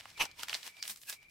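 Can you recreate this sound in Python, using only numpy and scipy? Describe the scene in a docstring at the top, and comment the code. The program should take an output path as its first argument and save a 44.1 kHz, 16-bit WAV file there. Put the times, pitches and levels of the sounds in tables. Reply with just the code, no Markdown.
"""Two hands pull a scored pomegranate apart, close to a pair of microphones.
Over low room tone, a faint whine and the rub of palms, the first fibres snap. At 0.2 s the rind
gives way with one hollow crunch. Then pith and membranes tear in short crackling pulls, with single
fibres and seeds snapping and wet surfaces squeaking, brighter as the piece comes free."""
import sys
import numpy as np
from scipy import signal
from scipy.fft import rfft, irfft
from scipy.io import wavfile

SR = 44100
rng = np.random.default_rng(int(sys.argv[2]) if len(sys.argv) > 2 else 0)


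def master_out(mix):
    """Clip the mix to full scale and print it as 16-bit PCM to the path in sys.argv[1]."""
    frames = np.transpose(np.atleast_2d(mix))
    ceiling = np.clip(frames, -1, 1)
    pcm = np.round(ceiling * 32767).astype(np.int16)
    wavfile.write(sys.argv[1], SR, pcm)


N = 57330
TIME = np.arange(N) / SR
FREQ = np.fft.rfftfreq(N, 1 / SR) + 1  # 1 Hz up keeps the logarithms finite


def amp(db):
    """Decibels to gain."""
    return 10 ** (np.asarray(db) / 20)


def unit(x):
    """Scales to rms 1."""
    return x / np.sqrt(np.mean(x ** 2) + 1e-20)


def level(points):
    """Gain over time from a few level points."""
    time_s, db = np.transpose(points)
    return amp(np.interp(TIME, time_s, db))


def swell(peak_s, rise_s, fall_s, hold_s=0):
    """Grows exponentially up to peak_s, holds, then dies away."""
    return np.exp(-np.maximum(np.maximum((peak_s - TIME) / rise_s, (TIME - peak_s - hold_s) / fall_s), 0))


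def colour(points):
    """Gain at every frequency from a few spectrum points."""
    hz, db = np.transpose(points)
    return amp(np.interp(np.log(FREQ), np.log(hz), db))


def band(hz, octaves):
    """A bell-shaped band on the octave scale, tilted toward the bass."""
    return np.exp(-(np.log2(FREQ / hz) / (2 * octaves)) ** 2) / np.sqrt(FREQ + hz / 10)


def shaped(x, gain):
    """Filters by a gain curve, to rms 1."""
    return unit(irfft(rfft(x) * gain, N))


def stereo(pair, width):
    """Left and right from a centre and a side signal."""
    centre, side = pair
    return np.array([centre + width * side, centre - width * side])


def pulse(time_s, hz, octaves):
    """One short pressure pulse, peak 1; the flesh carries its treble a little ahead of its bass."""
    lead_s_per_octave = 0.000584
    arrival_s = time_s - lead_s_per_octave * np.log2(FREQ / hz)
    phase = -2 * np.pi * np.cumsum(arrival_s) * SR / N
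    wave = irfft(band(hz, octaves) * np.exp(1j * phase), N)
    return wave / abs(wave).max()


def crackle(width=0.48, scatter_db=1, fibres_per_s=7000):
    """A dense train of tiny fibre breaks of uneven size, each at its own place from left to right."""
    size = amp(scatter_db * np.minimum(rng.exponential(1, N), 4))
    polarity = np.sign(rng.standard_normal(N))
    breaks = size * polarity * (rng.random(N) < fibres_per_s / SR)
    place = unit(np.sin(2 * np.pi * rng.random(N)))
    return stereo([breaks, breaks * place], width)


def stereo_noise(gain):
    """Filtered noise, independent on left and right."""
    return shaped(stereo(rng.standard_normal((2, N)), width=1), gain)


def room_tone():
    """The low, steady hum and hiss of the room."""
    # Spectrum of the room: frequency_hz, gain_db
    room_spectrum = [(20, -14), (90, -1), (160, -2), (400, -9.5), (1000, -17.5), (2000, -21), (4000, -18),
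                     (8000, -19.5), (16000, -22.5)]
    return amp(-72) * stereo_noise(colour(room_spectrum))


def whine(pitch_hz=2338, half_width_hz=68):
    """A thin, fuzzy whine that comes and goes in the background."""
    # Loudness of the whine: time_s, level_db
    whine_levels = [(0, -69), (.12, -90), (.16, -56), (.3, -58.5), (.38, -71), (.62, -71), (.7, -58.5),
                    (.78, -60.5), (.83, -59), (1.0, -82), (1.12, -72), (1.17, -59.5), (1.3, -59.5)]
    resonance = 1 / (1 + ((FREQ - pitch_hz) / half_width_hz) ** 2)
    return level(whine_levels) * stereo_noise(resonance)


def echoes(x, t60_s=0.081, level_db=-9.5):
    """Brief diffuse reflections from the stone and surroundings, arriving after 2 ms."""
    t = TIME[:SR // 4]
    decay = np.exp(-np.log(1000) * t / t60_s) * (t > .002)
    tail = rng.standard_normal((2, len(t))) * decay
    tail /= np.linalg.norm(tail[0])
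    return amp(level_db) * signal.fftconvolve(x, tail, axes=1)[:, :N]


def hands():
    """The soft, low rumble of palms rubbing on the rind."""
    # Loudness of the rubbing: time_s, level_db
    rub_levels = [(0, -71), (.15, -72.5), (.3, -69.5), (.55, -73.5), (.62, -104), (.78, -91), (.9, -73),
                  (1.02, -85), (1.3, -74.5)]
    return level(rub_levels) * shaped(rng.standard_normal(N), band(hz=98, octaves=0.97))


def squeaks():
    """Wet seeds and rind rub: each run of tiny slips rings one narrow resonance."""
    # Runs of slips: peak_s, level_db, pitch_hz, rise_s, fall_s
    slips = [(0.4, -57, 980, .01, .03), (.91, -66.5, 207, 0.033, 0.027), (0.813, -55.5, 4800, .02, 0.014),
             (1.087, -48.5, 2620, 0.008, 0.024), (1.096, -46.5, 1620, 0.0087, 0.01)]
    return sum(amp(db) * swell(peak_s, rise_s, fall_s) * shaped(crackle(), band(hz, octaves=0.052))
               for peak_s, db, hz, rise_s, fall_s in slips)


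def snaps(low_cut_hz=374):
    """Single fibres and seeds break, too small to carry bass, each in a few milliseconds of splinters."""
    # Breaks: time_s, level_db, pitch_hz, spread_octaves, splinter_db, left_over_right_db
    breaks = [(0.0094, -36.5, 2780, 0.62, -9.5, -3), (0.056, -42, 2270, 0.77, -2, -3),
              (0.0575, -40.5, 880, 0.65, -2.5, -2), (0.1036, -44, 4870, 0.88, -17, -1),
              (.1785, -42, 2720, 0.74, 0, .5), (0.184, -44.5, 3100, 0.65, -16, 14),
              (.2545, -33.5, 5260, 0.28, 2, -2), (.257, -46.5, 1010, 0.77, 8.5, 20.5),
              (0.3146, -47, 4150, 0.4, 3, -1), (0.3953, -34.5, 3100, 0.46, -5, -2),
              (0.4105, -39, 3300, 0.34, -2.5, -12), (0.4338, -29.5, 2820, 1.06, 1.5, -3),
              (.434, -29, 4650, 1.23, -7, 1.5), (0.485, -30, 2780, 0.86, 0.5, -1.4),
              (0.4961, -27.5, 3790, 0.71, -4, -.4), (.497, -29, 2880, 0.98, -5, 2),
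              (0.506, -34, 3830, 0.42, -13, -3), (.5302, -33.5, 1400, 1.06, 4.5, 4),
              (.5309, -26, 2950, 0.21, -6.5, -7.5), (0.54, -31, 4540, .4, -8, -8),
              (.543, -32.5, 3980, 0.41, -10, -18), (0.5454, -28, 4130, 0.43, 3.5, -1),
              (0.5514, -37, 694, 0.69, -10, 2), (0.5509, -26, 4120, 0.19, 0.5, -1.5),
              (.631, -39, 4000, 0.4, 3, -5), (0.666, -43, 2920, 1.23, -9, 16),
              (0.6775, -39.5, 3960, 0.87, 7, 1), (0.7691, -45, 3100, 0.77, -4.5, -5),
              (0.8271, -33.5, 2270, 0.88, -11, 7), (0.8278, -21.5, 5160, 0.35, -8.5, -3),
              (0.8308, -45.5, 8600, 0.53, 4.5, 5), (0.8375, -34.5, 2960, 0.73, -13.5, -12),
              (0.8545, -40, 3270, 0.89, -29, -18), (0.8795, -31, 6700, 0.67, 4, -3.5),
              (0.898, -37.5, 4300, 0.99, 1.5, 11.5), (0.9007, -37, 5100, 1, -16, -18),
              (0.9611, -44.5, 6370, 0.7, 2.5, 5.7), (0.974, -45, 7160, 0.38, -5, -7),
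              (1.017, -52, 6730, 0.58, 7, 6), (1.035, -46.5, 4440, 0.84, 1.5, -8),
              (1.098, -27.5, 7040, 1.34, -9, -1.3), (1.1036, -37.5, 5930, 1.0, 3.5, -4),
              (1.1273, -34, 4000, .85, -0.5, 0), (1.1307, -41, 4300, 0.68, 1, -11),
              (1.133, -53.5, 480, 0.6, -4, 1), (1.23, -56, 3180, 0.94, 5.5, -1)]
    low_cut = 1 / (1 + (low_cut_hz / FREQ) ** 2)
    sound = np.zeros((2, N))
    for time_s, db, hz, octaves, splinter_db, pan_db in breaks:
        core = pulse(time_s, hz, 0.52 * octaves)
        burst = amp(splinter_db) / 2 * swell(time_s, rise_s=0.0017, fall_s=0.0018)
        splinters = burst * shaped(crackle(), band(hz, 1.63 * octaves))
        pan = amp([[pan_db / 2], [-pan_db / 2]])
        sound += amp(db) * pan * irfft(rfft(core + splinters) * low_cut, N)
    return sound


def tearing_pith(treble_from_hz=2750):
    """Crackle builds with the strain and fades as the pith lets go; thin membranes sound brighter."""
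    # Pulls on the pith: peak_s, level_db, rise_s, fall_s, treble_db_per_octave
    pulls = [(.004, -49, 0.012, 0.0067, -1.5), (.04, -57.5, 0.037, 0.037, -3),
             (0.093, -55, 0.042, 0.063, -2), (0.18, -47, .006, 0.0068, -3), (0.224, -38, 0.015, 0.016, 3),
             (0.256, -44, 0.015, 0.0042, -3), (0.295, -59, 0.024, 0.043, -7),
             (0.4, -45.5, 0.019, .02, -0.5), (.431, -42, 0.011, 0.012, 0), (.504, -43, 0.018, .025, -3),
             (0.553, -43.5, 0.043, 0.037, -0.5), (0.67, -44, 0.034, 0.02, 1),
             (0.797, -55.5, 0.049, 0.0092, -1.5), (0.848, -46.5, 0.018, 0.036, 2),
             (0.905, -37.5, 0.02, 0.018, 6.5), (.976, -56, .012, 0.015, 4), (1.029, -53.5, 0.023, 0.016, 9),
             (1.097, -39.5, 0.017, 0.018, 6), (1.135, -45.5, 0.014, .014, 3),
             (1.228, -64.5, 0.029, 0.037, -4.5), (1.297, -64, 0.0057, .01, 2)]
    # Spectrum of tearing pith: frequency_hz, gain_db
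    pith_spectrum = [(60, -16), (250, -16), (600, -8), (1000, -4), (1400, -5.5), (2000, -0.5), (3000, -1.5),
                     (5700, -2.5), (6700, -8), (8000, -5.5), (10000, -9.5), (13000, -11), (16000, -17.5)]
    sound = np.zeros((2, N))
    for peak_s, db, rise_s, fall_s, treble_slope in pulls:
        treble = amp(treble_slope * np.log2(np.hypot(FREQ, treble_from_hz)))
        fibres = shaped(crackle(width=0.82, scatter_db=2), colour(pith_spectrum) * treble)
        sound += amp(db) * swell(peak_s, rise_s, fall_s) * fibres
    return sound


def splitting_rind():
    """The rind gives way: a run of cracks in a dense crunch, the ring of the fruit and a soft thud."""
    # Cracks running through the rind: time_s, peak_db
    crack_run = [(0.201, -29), (0.2075, -24), (0.2109, -20), (0.2135, -21), (0.2186, -22)]
    # Spectrum of the splitting rind: frequency_hz, gain_db
    rind_spectrum = [(30, -15.5), (200, -20), (450, -12), (700, -12.5), (950, -3), (1450, -17.5),
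                     (2100, -13), (2600, -0.5), (3300, -12.5), (4800, -17.5), (6000, -11.5), (7000, -24.5),
                     (12000, -22.5), (16000, -40)]
    # Ringing of the fruit in the cupped hands: pitch_hz, level_db, t60_s
    hollow_modes = [(942, -41, .1), (1111, -47, .08), (1234, -49, .07), (2120, -47, .07), (2357, -39, .08),
                    (2590, -38, .07), (2746, -38, .07), (2835, -43, .07), (2990, -43, .07),
                    (5830, -49, .06), (6140, -47, .06)]
    cracks = sum(amp(db) * pulse(time_s, hz=2600, octaves=0.2) for time_s, db in crack_run)
    crunch = shaped(crackle(width=0.54, scatter_db=2.5), colour(rind_spectrum))
    strain = amp(-30.5) * swell(peak_s=0.2032, rise_s=0.005, fall_s=0.012, hold_s=0.022)
    ring = np.zeros(N, complex)
    for hz, db, t60_s in hollow_modes:
        envelope = amp(db) * swell(peak_s=0.2143, rise_s=0.0083, fall_s=t60_s / np.log(1000))
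        ring += envelope * np.exp(2j * np.pi * (hz * TIME + rng.random()))
    thud = amp(-40) * pulse(time_s=0.24, hz=320, octaves=1.5)
    return cracks + strain * crunch + stereo([ring.real, ring.imag], width=0.21) + thud


def scene():
    """The fruit and hands up close, with reflections, room tone and whine behind."""
    fruit = splitting_rind() + snaps() + tearing_pith() + squeaks()
    return fruit + echoes(fruit) + hands() + room_tone() + whine()


def record(dry):
    """Two close microphones hear the bass alike and the treble apart, up to a sharp band limit."""
    mono_below_hz, wide_above_hz, widening_db, limit_hz = 350, 7300, 2.5, 15900
    bass_narrowing = FREQ / np.hypot(FREQ, mono_below_hz)
    treble_widening = amp(widening_db / (1 + (wide_above_hz / FREQ) ** 4))
    side = irfft(rfft(dry[0] - dry[1]) * bass_narrowing * treble_widening, N) / 2
    heard = stereo([dry.mean(0), side], width=0.74)
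    low_pass = signal.firwin(511, limit_hz, window=("kaiser", 9), fs=SR)
    return signal.oaconvolve(heard, low_pass[None], "same")


dry = scene()
out = record(dry)
master_out(out)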